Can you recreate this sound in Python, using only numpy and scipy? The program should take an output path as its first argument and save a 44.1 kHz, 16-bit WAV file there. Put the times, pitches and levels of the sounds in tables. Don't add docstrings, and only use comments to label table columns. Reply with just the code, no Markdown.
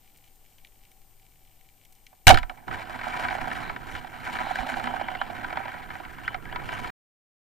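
import sys
import numpy as np
from scipy import signal
from scipy.fft import rfft, irfft
from scipy.io import wavfile
from scipy.ndimage import uniform_filter1d

SR = 44100
rng = np.random.default_rng(int(sys.argv[2]) if len(sys.argv) > 2 else 0)


def elevation(decibels):
    levels = np.asarray(decibels, float)
    return 10 ** (levels / 20)


def wav_record(signal):
    frames = np.transpose(np.atleast_2d(signal))
    bounded = np.clip(frames, -1, 1)
    quanta = np.round(bounded * 32767).astype(np.int16)
    wavfile.write(sys.argv[1], SR, quanta)


N = 328101
T = np.arange(N) / SR
CUT_S = 6.9037


def noise(*shape):
    return rng.standard_normal(shape + (N,))


def unit(x):
    return x / np.sqrt(np.mean(x ** 2))


def walk(rate):
    hold = int(SR / rate)
    steps = np.repeat(rng.standard_normal(N // hold + 1), hold)
    smooth = uniform_filter1d(uniform_filter1d(steps, hold), hold)
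    return unit(smooth[:N])


def band(x, lo_hz, hi_hz):
    return signal.sosfilt(signal.butter(2, [lo_hz, hi_hz], "band", fs=SR, output="sos"), x)


def resonance(x, hz, width_hz):
    return signal.lfilter(*signal.iirpeak(hz, hz / width_hz, SR), x)


def contact(forces, s, rise_ms, decay_ms, levels_db, rattle_db=-60, strike=0.31):
    k = np.arange(-400, 2600)
    t_ms = k * 1000 / SR - 1
    before = np.exp(np.minimum(t_ms, 0) / rise_ms)
    after = np.exp(-t_ms / decay_ms) + elevation(rattle_db) * np.exp(-t_ms / 22.0)
    shape = np.where(t_ms < 0, before, after)
    force = shape * rng.standard_normal(len(k))
    force[np.argmax(shape)] += strike * np.sqrt(np.sum(shape ** 2))
    forces[:, int(s * SR) + k] += np.outer(elevation(np.array(levels_db)), force)


# f/Hz, width/Hz, relative level left/dB, right/dB, sign left, sign right
CASE_MODES = [(246.6, 18, -25, -7, 1, 1), (277, 36, -20, -28, -1, 1), (334.7, 20, -24.5, -20, 1, 1),
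              (558.4, 50, -51, -54, -1, -1), (712, 23, -29.5, -6, -1, -1), (739.8, 92, -23.5, -3, 1, 1),
              (986.4, 23.2, 9.5, -22.5, -1, -1), (1340, 20, 3.5, -22.5, 1, -1), (1277, 81, 1.5, 9, -1, 1),
              (1540, 160, 1.5, 3, -1, -1), (1867, 291, -0.5, -0.5, 1, 1), (2300, 195, -1.5, -5, -1, -1),
              (3000, 510, -7, -4.5, 1, 1), (3810, 660, -12, -46, 1, -1), (4560, 540, -45, -32.5, 1, 1),
              (5750, 310, -40.5, -46.5, 1, 1), (7300, 1600, -50, -49.5, -1, -1),
              (10600, 2400, -50.5, -55, 1, 1), (14400, 2900, -56, -55.5, -1, -1)]
GROUP_BORDERS = 900, 2600, 5000


def case(*forces):
    out = np.zeros((2, N))
    reach_hz = [(150., 1560.0), (600., 3660.0), (2200., 5550.0), (4400., 13000.0)]
    for group, force in enumerate(forces):
        modes = [m for m in CASE_MODES if np.searchsorted(GROUP_BORDERS, m[0]) == group]
        force = band(force, *reach_hz[group])
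        power = sum(np.pi * m[1] / SR * (elevation(m[2]) + elevation(m[3])) ** 2 / 4 for m in modes)
        for hz, width_hz, left_db, right_db, *sign in modes:
            gains = np.sign(sign) * elevation(np.array([left_db, right_db]))
            out += np.outer(gains, resonance(force, hz, width_hz)) / np.sqrt(power)
    return out


# f/Hz, relative level/dB
HISS_SHAPE = [(4, 3.5), (16, 6), (35, -2.5), (60, -12), (150, -19), (400, -24), (1500, -35), (6000, -39),
              (8000, -34.5), (11500, -42.5), (14000, -32.5), (15300, -33.5), (15700, -62)]


def hiss():
    hz = np.fft.rfftfreq(N, 1 / SR)
    shape_hz, shape_db = np.transpose(HISS_SHAPE)
    shape = elevation(np.interp(np.log(hz + 1), np.log(shape_hz), shape_db))
    apart = np.clip(hz / 3700.0, .4, 1.5)
    shared, own = rfft(noise()), rfft(noise(2))
    balance = elevation(np.array([[0.], [-6.5]]) / (1 + (hz / 380.0) ** 2))
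    colored = unit(irfft(shape * balance * (shared + apart * own), N))
    return colored * elevation(-57.5 + 0.74 * walk(1.3))


# f/Hz, level before balance and drift/dB
HUM_PARTIALS = [(50, -73), (100, -69.5), (150, -75), (200, -86), (300, -83.5)]


def hum():
    tone = sum(elevation(db) * np.sin(2 * np.pi * hz * T + k * k) for k, (hz, db) in enumerate(HUM_PARTIALS))
    return tone * elevation(1.2 * walk(12) + np.array([[1.5], [-3.5]]))


# multiple of the base frequency, level left/dB, right/dB
WHINE_PARTIALS = [(2, -69, -101.5), (3, -61.5, -88.5)]


def whine():
    base_hz, frames_per_s = 4450, 25
    sag = .009 * np.exp(-(T * frames_per_s % 1) / 0.083)
    drift = 0.0005 * walk(6) + 0.0019 * walk(70) + 0.005 * walk(1200) - sag
    phase = 2 * np.pi * np.cumsum(base_hz * (1 + drift)) / SR
    return sum(np.outer(elevation(np.array(db)), np.sin(k * phase)) for k, *db in WHINE_PARTIALS)


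def water():
    group_db = np.array([[-76.], [-95.], [-82.], [-82.]])
    return noise() * elevation(group_db + 2.0 * walk(23.0))


def air():
    return unit(resonance(noise(), 782, 29)) * elevation(-73.5 + np.array([[-3.], [2.5]]))


# t/s, nominal level/dB, level above 5 kHz relative to it/dB
SNAPS_HEARD = [(0.1724, -61, 18.5), (0.2414, -46.5, -6), (0.2758, -45, -13), (0.3564, -61, 14),
               (0.582, -42, -13), (0.6465, -37, -23), (0.67, -41, -11), (0.72, -51, -13), (0.85, -43, -19),
               (0.915, -42.5, -4), (1.0165, -51.5, -9), (1.3558, -49, -11), (1.472, -50, -2),
               (1.609, -49, -4), (1.8497, -43.5, 0), (1.924, -60, 18), (1.951, -61, 14),
               (2.0652, -32, -28.5), (2.149, -51, -8)]


def snaps():
    forces = np.zeros((2, N))
    for s, db, top_db in SNAPS_HEARD:
        contact(forces, s, .6, 3.5, (db - 14.0, db + top_db - 7.5))
    size_db = np.minimum(4.5 * rng.exponential(size=N), 12.) + 4.5 * np.tanh(walk(30))
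    clicks_per_s = 600
    crackle = (rng.random(N) < clicks_per_s / SR) * rng.standard_normal(N) * elevation(size_db)
    highpass = signal.butter(4, 1950., "high", fs=SR, output="sos")
    bright = signal.sosfilt(highpass, forces[0] + elevation(-62.5) * crackle)
    middle = elevation(11.0) * band(bright, 2050., 3100.0)
    return case(0 * bright, middle, bright, elevation(-4.0) * bright) + band(forces[1], 4000.0, 15000.)


def bubbles():
    count, low_hz, high_hz = 1100, 675, 3510
    cycles, glide = 11.6, 0.072
    out = np.zeros((2, N))
    s, drag_db, _ = np.transpose(REEL_DRAG)
    t = np.arange(2000) / SR
    for when, pitch, size, side in rng.random((count, 4)):
        when = s[0] + when * (CUT_S - s[0])
        hz = low_hz * (high_hz / low_hz) ** pitch
        u = t * hz / cycles
        envelope = np.exp(-3 * u) * (1 - np.exp(-12.0 * u))
        ring = np.sin(2 * np.pi * hz * t * (1 + glide * u / 2)) * envelope
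        db = np.interp(when, s, drag_db) + 1.5 - 8.0 * pitch - 2.24 * np.log(size + .03)
        sides_db = db + 3.0 * (side - 1.0) * np.array([1, -1])
        start = int(when * SR)
        out[:, start:start + len(t)] += np.outer(elevation(sides_db), ring)
    return out


# start t/s, length/s, first f/Hz, last f/Hz, level before flutter/dB
LINE_SQUEAKS = [(3.594, 0.13, 4000, 3950, -53), (4.31, 0.49, 3970, 4010, -54),
                (4.81, 0.34, 3004, 2980, -48.5), (5.08, 0.069, 2950, 3000, -50),
                (5.163, 0.078, 2810, 3130, -46), (5.357, 0.074, 2300, 2220, -47),
                (5.605, 0.077, 2300, 2300, -48), (6.242, 0.035, 2600, 3320, -47),
                (6.276, 0.063, 2950, 3100, -47), (6.378, 0.094, 1520, 1300, -51),
                (6.459, 0.052, 1565, 1810, -44), (6.512, 0.028, 2800, 3260, -44),
                (6.709, 0.065, 3000, 2960, -46)]


def squeaks():
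    out = np.zeros(N)
    wobble, flutter = walk(900), elevation(5 * np.tanh(walk(200)))
    for s, length, first_hz, last_hz, db in LINE_SQUEAKS:
        u = np.clip((T - s) / length, 0, 1)
        hz = (first_hz + (last_hz - first_hz) * u) * (1 + .05 * wobble)
        out += elevation(db) * np.sin(np.pi * u) ** .5 * np.sin(2 * np.pi * np.cumsum(hz) / SR)
    return out * flutter


SLACK_START_S = 2.33
# t/s, rumble level at -41.5 dB drag, before surge and balance/dB
WATER_FLOW = [(2.67, -37), (2.8, -49.5), (3.7, -46.5), (4.3, -50.5), (5.0, -46.5), (5.8, -51), (6.3, -46),
              (6.9, -46)]


def flow():
    s, drag_db, _ = np.transpose(REEL_DRAG)
    wake_db = np.maximum(-20.5 - 60 * (T - SLACK_START_S) / 0.14, -59.5)
    early_db = np.where(T < SLACK_START_S, -120, wake_db)
    follow_db = 0.33 * (np.interp(T, s, drag_db) + 41.5)
    rumble_db = np.where(T < s[0], early_db, np.interp(T, *np.transpose(WATER_FLOW)) + follow_db)
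    shared, own = noise(), noise(2)
    push = unit(band(shared + 5.4 * own, 48.0, 150.))
    push = push + elevation(-1) * unit(band(own[::-1], 7.9, 29.0))
    push += elevation(-1) * unit(band(own, 91.0, 370.0)) * elevation(np.array([[-12.], [0.]]))
    surge_db = 2.2 * np.tanh(walk(5.7))
    return push * elevation(rumble_db + surge_db + np.array([[-5.], [3.]]))


# t/s, nominal drag level/dB, sharpness of the scrape/dB
REEL_DRAG = [(2.67, -50, 1), (2.73, -32.5, -4), (2.84, -41.5, -1), (3.25, -33.5, -1), (3.46, -37, -0.5),
             (3.58, -36, 0.5), (3.7, -39.5, -2.5), (3.77, -48.5, -0.5), (3.96, -37, 0.5), (4.02, -47, 0),
             (4.2, -42.5, 0.5), (4.27, -37.5, 2.5), (4.41, -34, -1.5), (4.6, -35, 0.5), (4.82, -38, 0),
             (5.03, -40, -3), (5.33, -41.5, -0.5), (5.55, -38.5, -4.5), (5.81, -41.5, -2),
             (6.04, -45, -0.5), (6.348, -43, -3), (6.42, -51, 0), (6.558, -40, -6.5), (6.72, -37.5, 4.5),
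             (6.76, -37, -1)]
DRAG_SHARES = [-3.5, -1.6, -15.5, -22]
# t/s, relative level/dB
GUN_GRIP = [(2.7, -1.5), (3.4, 1.5), (3.9, 0.5), (4.4, -1.5), (5.05, 5.5), (5.5, -1.5), (5.85, -7),
            (6.9, -4.5)]
SLACK_LINE = [-56.5, -60, -77, -76.5]


def drag():
    s, *columns = np.transpose(REEL_DRAG)
    pull_db, sharp_db = (np.interp(T, s, c) for c in columns)
    grip_db = np.interp(T, *np.transpose(GUN_GRIP))
    tilt_db = np.array([grip_db, 0 * T, sharp_db, 1.4 * sharp_db])
    running_db = pull_db + np.array(DRAG_SHARES)[:, None] + tilt_db
    slack_db = np.where(T < SLACK_START_S, -120, np.array(SLACK_LINE)[:, None])
    drag_db = np.where(T < s[0], slack_db, running_db)
    gusts_db = 2.8 * np.tanh(walk(90)) + 1.6 * np.array([walk(60) for _ in range(4)])
    return noise() * elevation(drag_db + gusts_db + 2.65 * walk(400) + 0.5)


# t/s, nominal level/dB, low modes relative to it/dB
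GUN_KNOCKS = [(2.128, -46.5, 4), (2.68, -22.5, -0.5), (2.711, -23, -33), (2.805, -27, -1),
              (2.895, -25.5, -4), (2.989, -22.5, -3), (3.012, -18.5, -18), (3.068, -28, 9.5),
              (3.153, -35, 9), (3.249, -17.5, -15), (3.284, -13.5, -23), (3.307, -18.5, -29),
              (3.35, -20, -3.5), (3.383, -23.5, 4), (3.473, -23, 1.5), (3.514, -16, -14),
              (3.696, -17.5, -1.5), (3.762, -20, -11.5), (3.951, -19.5, -33), (4.046, -28, 2.5),
              (4.266, -19, -13), (4.353, -18.5, -9), (4.387, -16.5, -25), (4.467, -31, 7),
              (4.507, -26, 4.5), (4.586, -15.5, -5.5), (4.739, -17, -8.5), (4.798, -16.5, -5),
              (4.871, -14, -9), (4.938, -26.5, 9), (5.012, -18.5, 0.5), (5.084, -18, -5), (5.15, -19.5, -5),
              (5.214, -16, 2), (5.3, -30, 6), (5.444, -17.5, -11), (5.504, -22, -5), (5.527, -17, -6),
              (5.571, -14, -4), (5.602, -38.5, 14.5), (5.654, -22, 0), (5.68, -23, -5), (5.74, -26.5, 2),
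              (5.903, -21, -12), (5.953, -26, -3), (6.0, -28, -1), (6.05, -23, -21), (6.183, -26, -7),
              (6.278, -12.5, -23), (6.344, -15, -7), (6.454, -29, -12), (6.525, -21.5, -9),
              (6.559, -14, -12), (6.689, -17, -26), (6.726, -26.5, 2.5), (6.788, -34, -19),
              (6.844, -22.5, -21), (6.874, -42, -12)]


def knocks():
    forces = np.zeros((4, N))
    s, drag_db, _ = np.transpose(REEL_DRAG)
    when, size, place = rng.random((40, 3)).T
    when = s[0] + when * (CUT_S - s[0])
    rattle_db = np.interp(when, s, drag_db) + 6.5 - 2 * size
    rattle = zip(when, rattle_db, 4.0 - 22.5 * place)
    for start_s, db, low_db in list(GUN_KNOCKS) + list(rattle):
        levels_db = db + np.array([low_db - 3.0, -8.0, -27.0, -52.0])
        contact(forces, start_s, 1.5, 4.8, levels_db, strike=0.56)
    return forces


# start t/s, f/Hz, T60/s, level left/dB, right/dB, sign left, sign right
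GUN_RECOIL = [(2.268, 15, 0.32, -7.5, 3.5, 1, -1), (2.268, 65, 0.32, -16, -9.5, -1, -1),
              (2.27, 100, 0.2, -9.5, -2.5, -1, -1), (2.346, 38, 0.11, -28, -23, -1, -1),
              (2.405, 29, 0.26, -40, -19, 1, 1), (4.599, 48, 0.12, -46, -22.5, -1, -1)]


def recoil():
    out = np.zeros((2, N))
    for s, hz, t60, left_db, right_db, *sign in GUN_RECOIL:
        t = np.maximum(T - s, 0)
        swing = np.sin(2 * np.pi * hz * t) * elevation(-60 * t / t60)
        out += np.outer(np.sign(sign) * elevation(np.array([left_db, right_db])), swing)
    return out


# t/s, nominal level/dB, low modes and crack relative to it/dB
SHOT_SLAPS = [(2.2686, 3.5, -13, -12.5), (2.2722, -9, -9, -0.5), (2.2787, 5.5, -7.5, -8.5),
              (2.2903, -11.5, 2, 3.5), (2.3005, -13, 8, -2.5), (2.3058, -11, 6, -5),
              (2.3196, -23, -3, -9.5), (2.3422, -14.5, -19, -8.5), (2.3562, -24.5, -5.5, -13),
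              (2.372, -16, -16, -10), (2.3848, -24, -14, -8), (2.4296, -28, -12.5, -14.5),
              (2.4954, -31.5, -6.5, -13), (2.5116, -55.5, 11.5, -8), (2.5731, -45.5, -11, -14)]


def shot():
    forces = np.zeros((4, N))
    taut_ms, slack_ms, slacken_s = 1.2, 3.2, 0.017
    for s, db, low_db, crack_db in SHOT_SLAPS:
        since_s = s - SHOT_SLAPS[0][0]
        decay_ms = slack_ms + (taut_ms - slack_ms) * np.exp(-since_s / slacken_s)
        dull_db = -13.5 * (1 - np.exp(-since_s / 0.042))
        levels_db = db + np.array([low_db + 11.0, 1.5, crack_db + 1.7, crack_db + 1.5 + dull_db])
        contact(forces, s, .4, decay_ms, levels_db, rattle_db=-20.5, strike=0.44)
    return forces


def blows():
    forces = knocks() + shot()
    forces[0] = band(band(forces[0], 380.0, 4000.), 270.0, 4300.0)
    return forces


def scene():
    background = hiss() + hum() + whine() + air() + snaps()
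    line = bubbles() + squeaks() + flow()
    gun = case(*(water() + drag() + blows())) + recoil()
    return background + line + gun


def roll_off(x):
    return signal.sosfilt(signal.butter(12, 16120, fs=SR, output="sos"), x)


def record(dry):
    top = .75
    flat = dry / (1 + np.abs(dry / top) ** 6) ** (1 / 6)
    lowpass = signal.ellip(8, .5, 60, 15700, fs=SR, output="sos")
    mix = signal.sosfilt(lowpass, flat * (T < CUT_S))
    return roll_off(mix)


dry = scene()
out = record(dry)
wav_record(out)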